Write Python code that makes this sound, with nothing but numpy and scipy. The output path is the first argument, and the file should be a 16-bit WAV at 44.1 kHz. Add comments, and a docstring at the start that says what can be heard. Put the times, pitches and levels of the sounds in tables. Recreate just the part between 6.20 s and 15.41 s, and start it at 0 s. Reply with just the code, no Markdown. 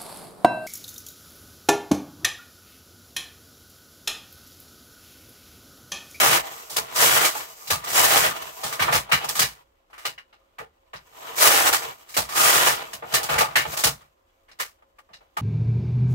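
"""Knitting machine carriage pushed by hand along two metal needle beds: noise in dense ticks makes the rattle
of needles on cams and the tinkle of latches, heard through resonant shell and beds, with sliding rails between.
Cams, latches and stops clack as fading showers of ticks ringing case modes; a wooden stand rumbles and thuds.
A small room answers with decaying noise over faint air noise and hum; a phone with two ports listens at the
end of the bed, rounding peaks and cutting the top."""
import sys
import numpy as np
from scipy import signal
from scipy.fft import rfft, irfft, next_fast_len
from scipy.io import wavfile

SR = 44100
rng = np.random.default_rng(int(sys.argv[2]) if len(sys.argv) > 2 else 0)


def wav_record(signal):
    """Record a signal, one row per channel, as 16-bit PCM in the file named by sys.argv[1]."""
    frames = np.transpose(np.atleast_2d(signal))
    bounded = np.clip(frames, -1, 1)
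    # unit amplitude maps onto the largest positive 16-bit level
    quanta = np.round(bounded * 32767).astype(np.int16)
    wavfile.write(sys.argv[1], SR, quanta)


N = 406161
TIME_S = np.arange(N) / SR

# All levels are relative: later gains add to them.
# Passes over the working needles: [start/s, length/s, rattle level/dB, rise/s, sag over pass/dB,
# stand rumble re rattle/dB]
PASSES = [(-0.15, 0.38, -20.5, 0.13, 2, -19), (0.744, 0.36, -19.5, 0.079, 5.5, -20),
          (1.686, 0.45, -22.5, 0.082, -0.5, -20), (5.156, .405, -20.5, 0.069, 3, -22.5),
          (6.142, 0.43, -20.5, 0.069, 3, -21)]
# Carriage sliding, creeping through the yarn changer, resting: [t/s, rail level/dB, treble re rail/dB]
SLIDE = [(0.0, -36.5, -16), (0.32, -38, 0), (0.35, -42.5, 3.5), (0.43, -44, 1.5), (0.47, -52.5, 4),
         (0.63, -39.5, -4), (0.67, -43.5, -11), (0.74, -37.5, -1), (1.12, -40, -1), (1.19, -41, 2),
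         (1.38, -54, 6.5), (1.49, -46, 7.5), (1.6, -46.5, -9), (1.69, -38, -4.5), (2.2, -39.5, -2.5),
         (2.3, -42, -0.5), (2.35, -49, 4.5), (2.43, -41, 1), (2.63, -41, -9.5), (2.76, -31, -1.5),
         (2.84, -52, -15.5), (2.99, -40, -14.5), (3.11, -36.5, 1.5), (3.15, -38.5, 5.5), (3.24, -56.5, 2),
         (3.4, -58.5, -9), (3.49, -75, -4.5), (3.74, -71.5, -6), (3.86, -57, -19), (4.04, -72.5, -7.5),
         (4.7, -71.5, -6), (4.84, -66, 0), (5.04, -40.5, -4), (5.16, -41.5, -3.5), (5.61, -40, -1),
         (5.711, -37.5, -5), (5.77, -55, 1), (5.86, -56.5, -2), (5.94, -47, 7), (6.08, -48, -4),
         (6.15, -39, -4), (6.59, -36, -11), (6.72, -45.5, -2), (6.83, -53, -4.5), (6.94, -35.5, -4),
         (6.98, -37, -18), (7.12, -37, 3), (7.26, -47, -15), (7.36, -49, -3.5), (7.56, -37.5, 2),
         (7.61, -42.5, 8), (7.73, -53.5, -11), (7.97, -75, -3), (8.35, -69.5, -4.5), (8.7, -76.5, -4),
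         (9.21, -68.5, -5)]
# Spectrum of needles and clacks: [f/Hz, density/dB per Hz]
METAL_SPECTRUM = [(140, -46), (230, -17.5), (334, -3), (413, -6.5), (460, -1.5), (511, -2), (729, -0.5),
                  (797, -0.5), (1260, -0.5), (3180, -3), (8600, -7.5), (11800, -9.5), (16000, -9.5)]
# Spectrum of the rails alone: [f/Hz, density/dB per Hz]
RAIL_SPECTRUM = [(140, -44), (230, -13), (365, -5.5), (460, -2.5), (589, -7.5), (655, -0.5), (783, -2.5),
                 (1080, -1), (1590, -8.5), (3020, -6.5), (3940, -8.5), (7870, -10.5), (10300, -18.5),
                 (12700, -9.5), (16000, -15)]
# Damped modes of shell and beds: [f/Hz, width/Hz, level/dB]
BODY_MODES = [(460, 45, -6), (640, 60, -3), (800, 60, -2), (980, 60, -4), (1220, 70, 0), (1400, 70, -3),
              (1780, 70, -4), (1950, 70, -4), (2300, 70, -4), (2650, 80, -5), (2950, 80, -3),
              (3300, 80, -6), (3900, 90, -5), (4700, 100, -7), (5400, 100, -7), (6000, 110, -7),
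              (6600, 120, -6), (7250, 120, -5), (7750, 120, -6), (9600, 150, -9), (12000, 150, -8),
              (13900, 150, -8)]
# Modes of the wooden stand: [f/Hz, width/Hz, level/dB]
STAND_MODES = [(56.4, 10, 1), (83.5, 31, -1), (137, 25, 6.5), (187, 120, -4.5)]
# Left-right difference re sum: [f/Hz, level/dB]
SIDE_DB = [(60, -15), (110, -15), (200, -13), (380, -6), (700, 3), (1290, 3), (2380, 1), (4400, 1),
           (8120, -2), (15000, -4)]
# Spectrum of the air noise: [f/Hz, density/dB per Hz]
AIR_SPECTRUM = [(15, -30.5), (25, 5.5), (84, 2.5), (123, -17.5), (229, -10.5), (384, -5), (416, -10),
                (1070, -15.5), (1840, -22.5), (2550, -27), (8590, -38.5), (14800, -43.5), (16000, -43.5)]
# Wavering hum: [f/Hz, width/Hz, level/dB]
HUM = [(540, 12, -72), (1045, 20, -82)]
# Clacks of cams, latches, levers: [t/s, peak level/dB, thud re peak/dB, sizzle re peak/dB, ring re peak/dB,
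# ring focus above lowest mode/octaves, decay t60/s]
CLACKS = [(0.495, -36, -17, 2.5, -12.5, .6, 0.55), (0.563, -16, -25, 0.5, -13, 0.54, .09),
          (0.58, -19.5, -31, -3, -6.5, 1.7, 0.056), (0.757, -25, -36, 2.5, -9, 1.5, 0.25),
          (1.044, -12, -53, -3.5, -13.5, 1.7, 0.2), (1.151, -30, -39, -26, -5, 1.1, .13),
          (1.2, -31.5, -42, -9, -11, 1.9, 0.24), (1.471, -36, -13.5, 5, -8, 2.6, .14),
          (1.501, -12, -14.5, -4.5, -13.5, 1.4, .18), (1.639, -32.5, -30.5, 2, -12, 1.5, 0.1),
          (1.671, -30, -27, -1.5, -9, 1.5, 0.11), (1.7, -25.5, -31, -2, -11, 1.5, 0.092),
          (2.432, -22.5, -12, -5, -14.5, 1, .32), (2.523, -27, -21, -2, -9.5, 1.8, 0.13),
          (2.594, -14.5, -14, -15, -12.5, 1.8, 0.3), (2.62, -18.5, -22, -10, -13.5, 2.3, 0.12),
          (2.679, -17, -14.5, -31.5, -5.5, 0.6, 0.14), (2.724, -12.5, -13.5, -8.5, -11, 1.6, 0.19),
          (2.748, -15, -28.5, -7, -14, 0.2, .15), (2.89, -34, -25, -12.5, -3, .9, .18),
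          (2.915, -10.5, -17, -10, -7, 2.2, 0.19), (3.041, -27.5, -15.5, -1.5, 0, 0.83, .09),
          (3.086, -25.5, -42, 6.5, -7.5, 1.6, .1), (3.151, -24.5, -18, 0, -10.5, 1.4, 0.31),
          (3.191, -9.5, -18.5, -0.5, -18, 5.5, 0.083), (3.215, -17, -28.5, -4.5, -9, 2.2, 0.17),
          (3.699, -51, -18, -13, -6, .7, 0.12), (3.729, -39.5, -36, -16, -6.5, 1.7, 0.164),
          (3.777, -39, -37, -8.5, -12, 2, 0.34), (3.845, -39, -31, -12, -9, 1.3, .1),
          (3.851, -16.5, -28.5, -10.5, -14, 2.5, 0.14), (3.978, -42.5, -37, -16.5, 2.5, 2.2, 0.12),
          (4.126, -42.5, -33, -26, -22, 2.6, 0.15), (4.383, -31, -17, -15, -11, 1.75, 0.15),
          (4.398, -41, -19, -28, 4, .05, .16), (4.732, -25.5, -20, -24, -23, 1.54, .18),
          (4.757, -50, -28, -18, 1, 3.3, 0.095), (5.178, -23, -28, 0.5, -13.5, 1.5, 0.27),
          (5.525, -11.5, -35, -4, -9.5, 1.63, 0.19), (5.886, -46.5, -38, 4, -8, 1.9, 0.26),
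          (5.94, -36, -15, 4, -4, 2.3, 0.17), (5.965, -12, -16.5, -5, -11.5, .7, .18),
          (6.088, -32, -30, -2, -7, 1.5, 0.24), (6.12, -31.5, -33.5, -5, -7, 1.5, 0.12),
          (6.156, -24.5, -32.5, -1, -11, 1.5, 0.18), (6.474, -14.5, -37, -7.5, -16.5, .9, .27),
          (6.73, -29.5, -16, 1, -10.5, 2.2, 0.1), (6.822, -32, -13, -39, -0.5, 0.37, .16),
          (6.92, -26.5, -8, -5, -7.5, 0.46, 0.14), (6.938, -15, -30, 1, -9, 1.84, .16),
          (7.029, -32.5, -16.5, 8.5, -5, .6, 0.13), (7.088, -15, -16, -17.5, -14.5, .9, 0.51),
          (7.129, -20.5, -12.5, -16.5, -20, 0.99, .18), (7.181, -13, -19.5, -6, -12, 1.9, .15),
          (7.207, -15.5, -31, -9.5, -4.5, 0.55, 0.12), (7.257, -32, -16.5, -16.5, -4.5, 1.1, 0.053),
          (7.31, -45.5, -18, -20.5, -10.5, 1.4, 0.41), (7.355, -9.5, -23, -10.5, -8.5, 2.19, .2),
          (7.45, -25, -9.5, -33, -5.5, 0.79, 0.095), (7.518, -34.5, -23, 1.5, -12, 1.7, 0.15),
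          (7.567, -22, -28.5, -2.5, -15.5, 1.3, .33), (7.636, -9.5, -16, -2.5, -25.5, 2.3, 0.14),
          (7.663, -17.5, -22, -7.5, -10, 0.9, 0.13), (7.808, -47, -12, -19, -16, 1.25, .18),
          (8.282, -46.5, -26, -18, -12, 2, 0.18), (8.313, -41.5, -25, -21, -14, 3.2, 0.078),
          (8.387, -38, -30, -2.5, -14, 1.6, 0.26), (8.397, -21.5, -37, -5.5, -8.5, 1.85, .15),
          (8.585, -66, -20, -24, -3, 0.85, 0.17), (8.622, -54.5, -27, -17, 1, 0.98, 0.063),
          (8.784, -43.5, -37, -11, -5, 1.64, 0.087), (8.889, -54.5, -1, -24, -3.5, 0.72, 0.21),
          (8.931, -42.5, -28, -21, -6.5, 2.8, 0.14), (9.006, -52, -24, -28, -3, 0.24, 0.14),
          (9.167, -21.5, -18.5, -13.5, -9, 1.4, 0.14)]
# Modes of case, covers and levers: [f/Hz, width/Hz, level/dB]
CLACK_MODES = [(459, 100, 0.5), (686, 180, -3.5), (867, 43, -3.5), (1164, 140, -2.5), (1780, 450, -2),
               (2230, 400, -1.5), (2843, 110, 3), (3980, 600, -0.5), (5000, 600, 0.5)]

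PASS_EDGE_DB, PASS_FALL_S = -18, 0.065  # the cams meet and leave the needles a few at a time
LATCH_DB, LATCH_FADE_DB = 4.5, 7  # re needles; latches tinkle most as a pass begins
PUSH_WANDER_DB, PUSH_WANDER_PER_S = 2.1, 40  # the hand's push is uneven
SLIDE_RUMBLE_DB, RUMBLE_WANDER_DB, RUMBLE_WANDER_PER_S = -20.5, 2.5, 16
RATTLE_FROM_DB, RATTLE_FULL_DB = -38, -31  # levels between which needles take over from the rails
NEEDLES_PER_S, NEEDLE_SCATTER_DB = 2500, 0.5
LATCHES_PER_S, LATCH_SCATTER_DB = 7400, 1.5
TICK_T60_S = 0.007
SIZZLE_HZ, CLACK_SIZZLE_HZ = 4460, 3520  # small steel parts above, shell below
BODY_DB, RAIL_BODY_DB = -19.5, -17
BODY_WANDER_DB, BODY_WANDER_PER_S = 12, 16
CLACKS_TICKS_PER_S, CLACK_SCATTER_DB, CLACK_PAN_DB = 4300, 0.5, 0.63
CLACK_RISE_S, STEEL_RISE_S, FADE_POWER = 0.0022, 0.0041, 1.17
FOCUS_DB_PER_OCT2 = 17.5
THUD_T60_S, THUD_LAG_S = 0.25, 0.009
ROOM_T60_S, ROOM_DB, AIR_DB = 0.15, -16.5, -66.5
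TOP_HZ = 15750


def undb(db):
    """Amplitude ratio of a level in dB."""
    return 10 ** (np.asarray(db) / 20)


def unit(x):
    """Scale to RMS 1."""
    return x / np.sqrt(np.mean(x ** 2))


def shape(x, gain):
    """Filter by a real gain given as a function of frequency."""
    size = next_fast_len(x.shape[-1])
    hz = np.maximum(np.arange(size // 2 + 1) * SR / size, 1)
    return irfft(rfft(x, size) * gain(hz), size)[..., :x.shape[-1]]


def on_log(table):
    """Straight lines on a log-frequency axis."""
    hz, value = np.transpose(table)
    return lambda f: np.interp(np.log(f), np.log(hz), value)


def colour(x, table):
    """Shape by a spectrum table, steep outside it, keeping the power of white input."""
    points = [(table[0][0] / 2, -70)] + list(table) + [(table[-1][0] * 2, -70)]

    def gain(f):
        return undb(on_log(points)(f))

    power = np.mean(gain(np.linspace(1, SR / 2, num=4000)) ** 2)
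    return shape(x, gain) / np.sqrt(power)


def resonate(x, hz, width_hz):
    """Two-pole resonance that keeps the power of white input."""
    b, a = signal.iirpeak(hz, hz / width_hz, fs=SR)
    return signal.lfilter(b, a, x) / np.sqrt(np.pi * width_hz / SR)


def ring(x, modes):
    """Sum of resonances with alternating signs."""
    power = sum(undb(db) ** 2 * width_hz for _, width_hz, db in modes)
    out = 0
    for k, (hz, width_hz, db) in enumerate(modes):
        gain = (-1) ** k * undb(db) * np.sqrt(width_hz / power)
        out = out + gain * resonate(x, hz, width_hz)
    return out


def walk(per_s):
    """Random levels joined by straight lines."""
    knots_s = np.arange(0, N / SR + 1, 1 / per_s)
    return np.interp(TIME_S, knots_s, rng.standard_normal(len(knots_s)))


def ports(mid, side):
    """Two unrelated versions of a sound become the sum and difference of left and right."""
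    return mid + shape(side, lambda f: undb(on_log(SIDE_DB)(f))) * np.array([[1], [-1]])


def spread():
    """Noise as it reaches both ports from many places along the beds."""
    return ports(*rng.standard_normal((2, N)))


def ticks(per_s, scatter_db):
    """Strength over time of random steel-on-steel ticks: short bursts, a few stronger than the rest."""
    when, size = rng.random((2, N))
    power = (when < per_s / SR) * undb(-2 * scatter_db * np.log(size))
    decay = undb(-2 * 60 / (TICK_T60_S * SR))
    return unit(np.sqrt(signal.lfilter([1], [1, -decay], power)))


def blend(low, high, border_hz):
    """Shell below the border, small steel parts above."""
    def share(f):
        return 1 / (1 + (f / border_hz) ** 6)

    return undb(4.5) * shape(low, share) + undb(5.5) * shape(high, lambda f: 1 - share(f))


def motion():
    """Levels in dB of rattle, rumble and sizzle: sliding, overtaken by each pass over the needles."""
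    t_s, slide_db, treble_db = np.transpose(SLIDE)
    rattle_db = np.interp(TIME_S, t_s, slide_db)
    sizzle_db = rattle_db + np.interp(TIME_S, t_s, treble_db)
    rumble_db = rattle_db + SLIDE_RUMBLE_DB
    for start_s, length_s, db, rise_s, sag_db, stand_db in PASSES:
        corners_s = start_s + np.array([0, rise_s, length_s - PASS_FALL_S, length_s])
        outline_db = [PASS_EDGE_DB, 0, -sag_db, PASS_EDGE_DB]
        needles_db = db + np.interp(TIME_S, corners_s, outline_db, left=-np.inf, right=-np.inf)
        latches_db = needles_db + LATCH_DB - LATCH_FADE_DB * (TIME_S - start_s) / length_s
        rattle_db = np.maximum(rattle_db, needles_db)
        rumble_db = np.maximum(rumble_db, needles_db + stand_db)
        sizzle_db = np.maximum(sizzle_db, latches_db)
    push_db = PUSH_WANDER_DB * walk(PUSH_WANDER_PER_S)
    rumble_db = rumble_db + RUMBLE_WANDER_DB * walk(RUMBLE_WANDER_PER_S)
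    return rattle_db + push_db, rumble_db, sizzle_db + push_db


def carriage_ticks(rattle_db, sizzle_db):
    """Needle butts knock the cams while their latches tinkle on their own; split into needles and rails."""
    butts = undb(rattle_db) * ticks(NEEDLES_PER_S, NEEDLE_SCATTER_DB) * spread()
    latches = undb(sizzle_db) * ticks(LATCHES_PER_S, LATCH_SCATTER_DB) * spread()
    busy = np.clip((rattle_db - RATTLE_FROM_DB) / (RATTLE_FULL_DB - RATTLE_FROM_DB), 0, 1)
    needles = blend(np.sqrt(busy) * butts, np.sqrt(busy) * latches, SIZZLE_HZ)
    rails = blend(np.sqrt(1 - busy) * butts, np.sqrt(1 - busy) * latches, SIZZLE_HZ)
    return needles, rails


def body(x):
    """Modes of shell and beds; which ones speak changes with the place that is struck."""
    out = 0
    for hz, width_hz, db in BODY_MODES:
        mode_db = db + BODY_WANDER_DB * np.tanh(walk(BODY_WANDER_PER_S))
        out = out + resonate(x * undb(mode_db), hz, width_hz)
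    return out / np.sqrt(np.sum(undb(np.array(BODY_MODES)[:, 2]) ** 2))


def sliding_rails(rails):
    """Rail noise with its own spectrum, plus the ringing beds."""
    rails = undb(-2.5) * colour(rails, RAIL_SPECTRUM)
    return rails + undb(RAIL_BODY_DB) * body(rails)


def wooden_stand(thuds, rumble_db):
    """Low noise, driven by thuds and rumble, rings the stand's modes."""
    shaking = shape(spread(), lambda f: f < 300)
    return undb(4.0) * ring((thuds + undb(rumble_db)) * shaking, STAND_MODES)


def tail(t60_s):
    """Unit-energy burst of decaying noise."""
    t_s = np.arange(int(t60_s * SR)) / SR
    h = rng.standard_normal(len(t_s)) * undb(-60 * t_s / t60_s)
    return h / np.sqrt(np.sum(h ** 2))


def room(x):
    """The walls answer, duller: two unrelated noise tails with falling treble."""
    mono = x.mean(axis=0)
    far = [signal.fftconvolve(mono, tail(ROOM_T60_S))[:N] for _ in range(2)]
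    return x + undb(ROOM_DB) * shape(ports(*far), lambda f: 1 / (1 + f / 5000))


def room_tone():
    """Faint air noise, and hum as narrow resonances of noise."""
    air = undb(AIR_DB) * colour(rng.standard_normal((2, N)), AIR_SPECTRUM)
    for hz, width_hz, db in HUM:
        air = air + undb(db) * resonate(rng.standard_normal((2, N)), hz, width_hz)
    return ports(air[0], air[1])


def clacks():
    """Force tracks for shell, stand and small steel parts: each force is a shower of ticks that fades out."""
    shell, stand, steel = np.zeros((3, 2, N))
    shower = ticks(CLACKS_TICKS_PER_S, CLACK_SCATTER_DB) * spread()
    lowest_hz = CLACK_MODES[0][0]
    for t0_s, db, thud_db, sizzle_db, ring_db, focus_oct, t60_s in CLACKS:
        a = int(t0_s * SR)
        b = min(N, a + int(1.5 * t60_s * SR))
        t_s = TIME_S[:b - a]
        pan_db = CLACK_PAN_DB * rng.standard_normal()
        sides = undb(db + np.array([[pan_db], [-pan_db]]) / 2)
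        # fade in dB, slightly steeper toward its end
        fade = undb(-60 * (t_s / t60_s) ** FADE_POWER)
        force = shower[:, a:b] * (1 - np.exp(-t_s / CLACK_RISE_S)) * fade
        # the place struck favours the modes near its focus
        rings = []
        for hz, width_hz, mode_db in CLACK_MODES:
            off_oct = np.log2(hz / lowest_hz) - focus_oct
            gain = undb(ring_db + mode_db - FOCUS_DB_PER_OCT2 * off_oct ** 2)
            rings.append(gain * resonate(force, hz, width_hz))
        sizzle = (undb(sizzle_db) * force + sum(rings[-2:])) * (1 - np.exp(-t_s / STEEL_RISE_S))
        shell[:, a:b] += sides * (force + sum(rings))
        steel[:, a:b] += sides * sizzle
        # the stand answers late and rings on
        a = min(N - 1, a + int(THUD_LAG_S * SR))
        t_s = TIME_S[:min(N - a, int(THUD_T60_S * SR))]
        stand[:, a:a + len(t_s)] += undb(db + thud_db - 60 * t_s / THUD_T60_S)
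    return shell * undb(-12), stand * undb(-4.0), steel * undb(-1.5)


def machine():
    """Needles, sliding rails and clacks, heard through shell, beds and stand."""
    rattle_db, rumble_db, sizzle_db = motion()
    needles, rails = carriage_ticks(rattle_db, sizzle_db)
    shell, thuds, steel = clacks()
    metal = colour(blend(shell, steel, CLACK_SIZZLE_HZ) + needles, METAL_SPECTRUM)
    struck = metal + undb(BODY_DB) * body(metal)
    return struck + sliding_rails(rails) + wooden_stand(thuds, rumble_db)


def scene():
    """Machine in its room, over the room tone."""
    return room(machine()) + room_tone()


def record(dry):
    """The phone rounds the loudest peaks and cuts the top."""
    rounded = np.tanh(0.54 * dry) / 0.8
    return signal.sosfilt(signal.ellip(12, 0.2, 80, TOP_HZ, fs=SR, output="sos"), rounded)


dry = scene()
out = record(dry)
wav_record(out)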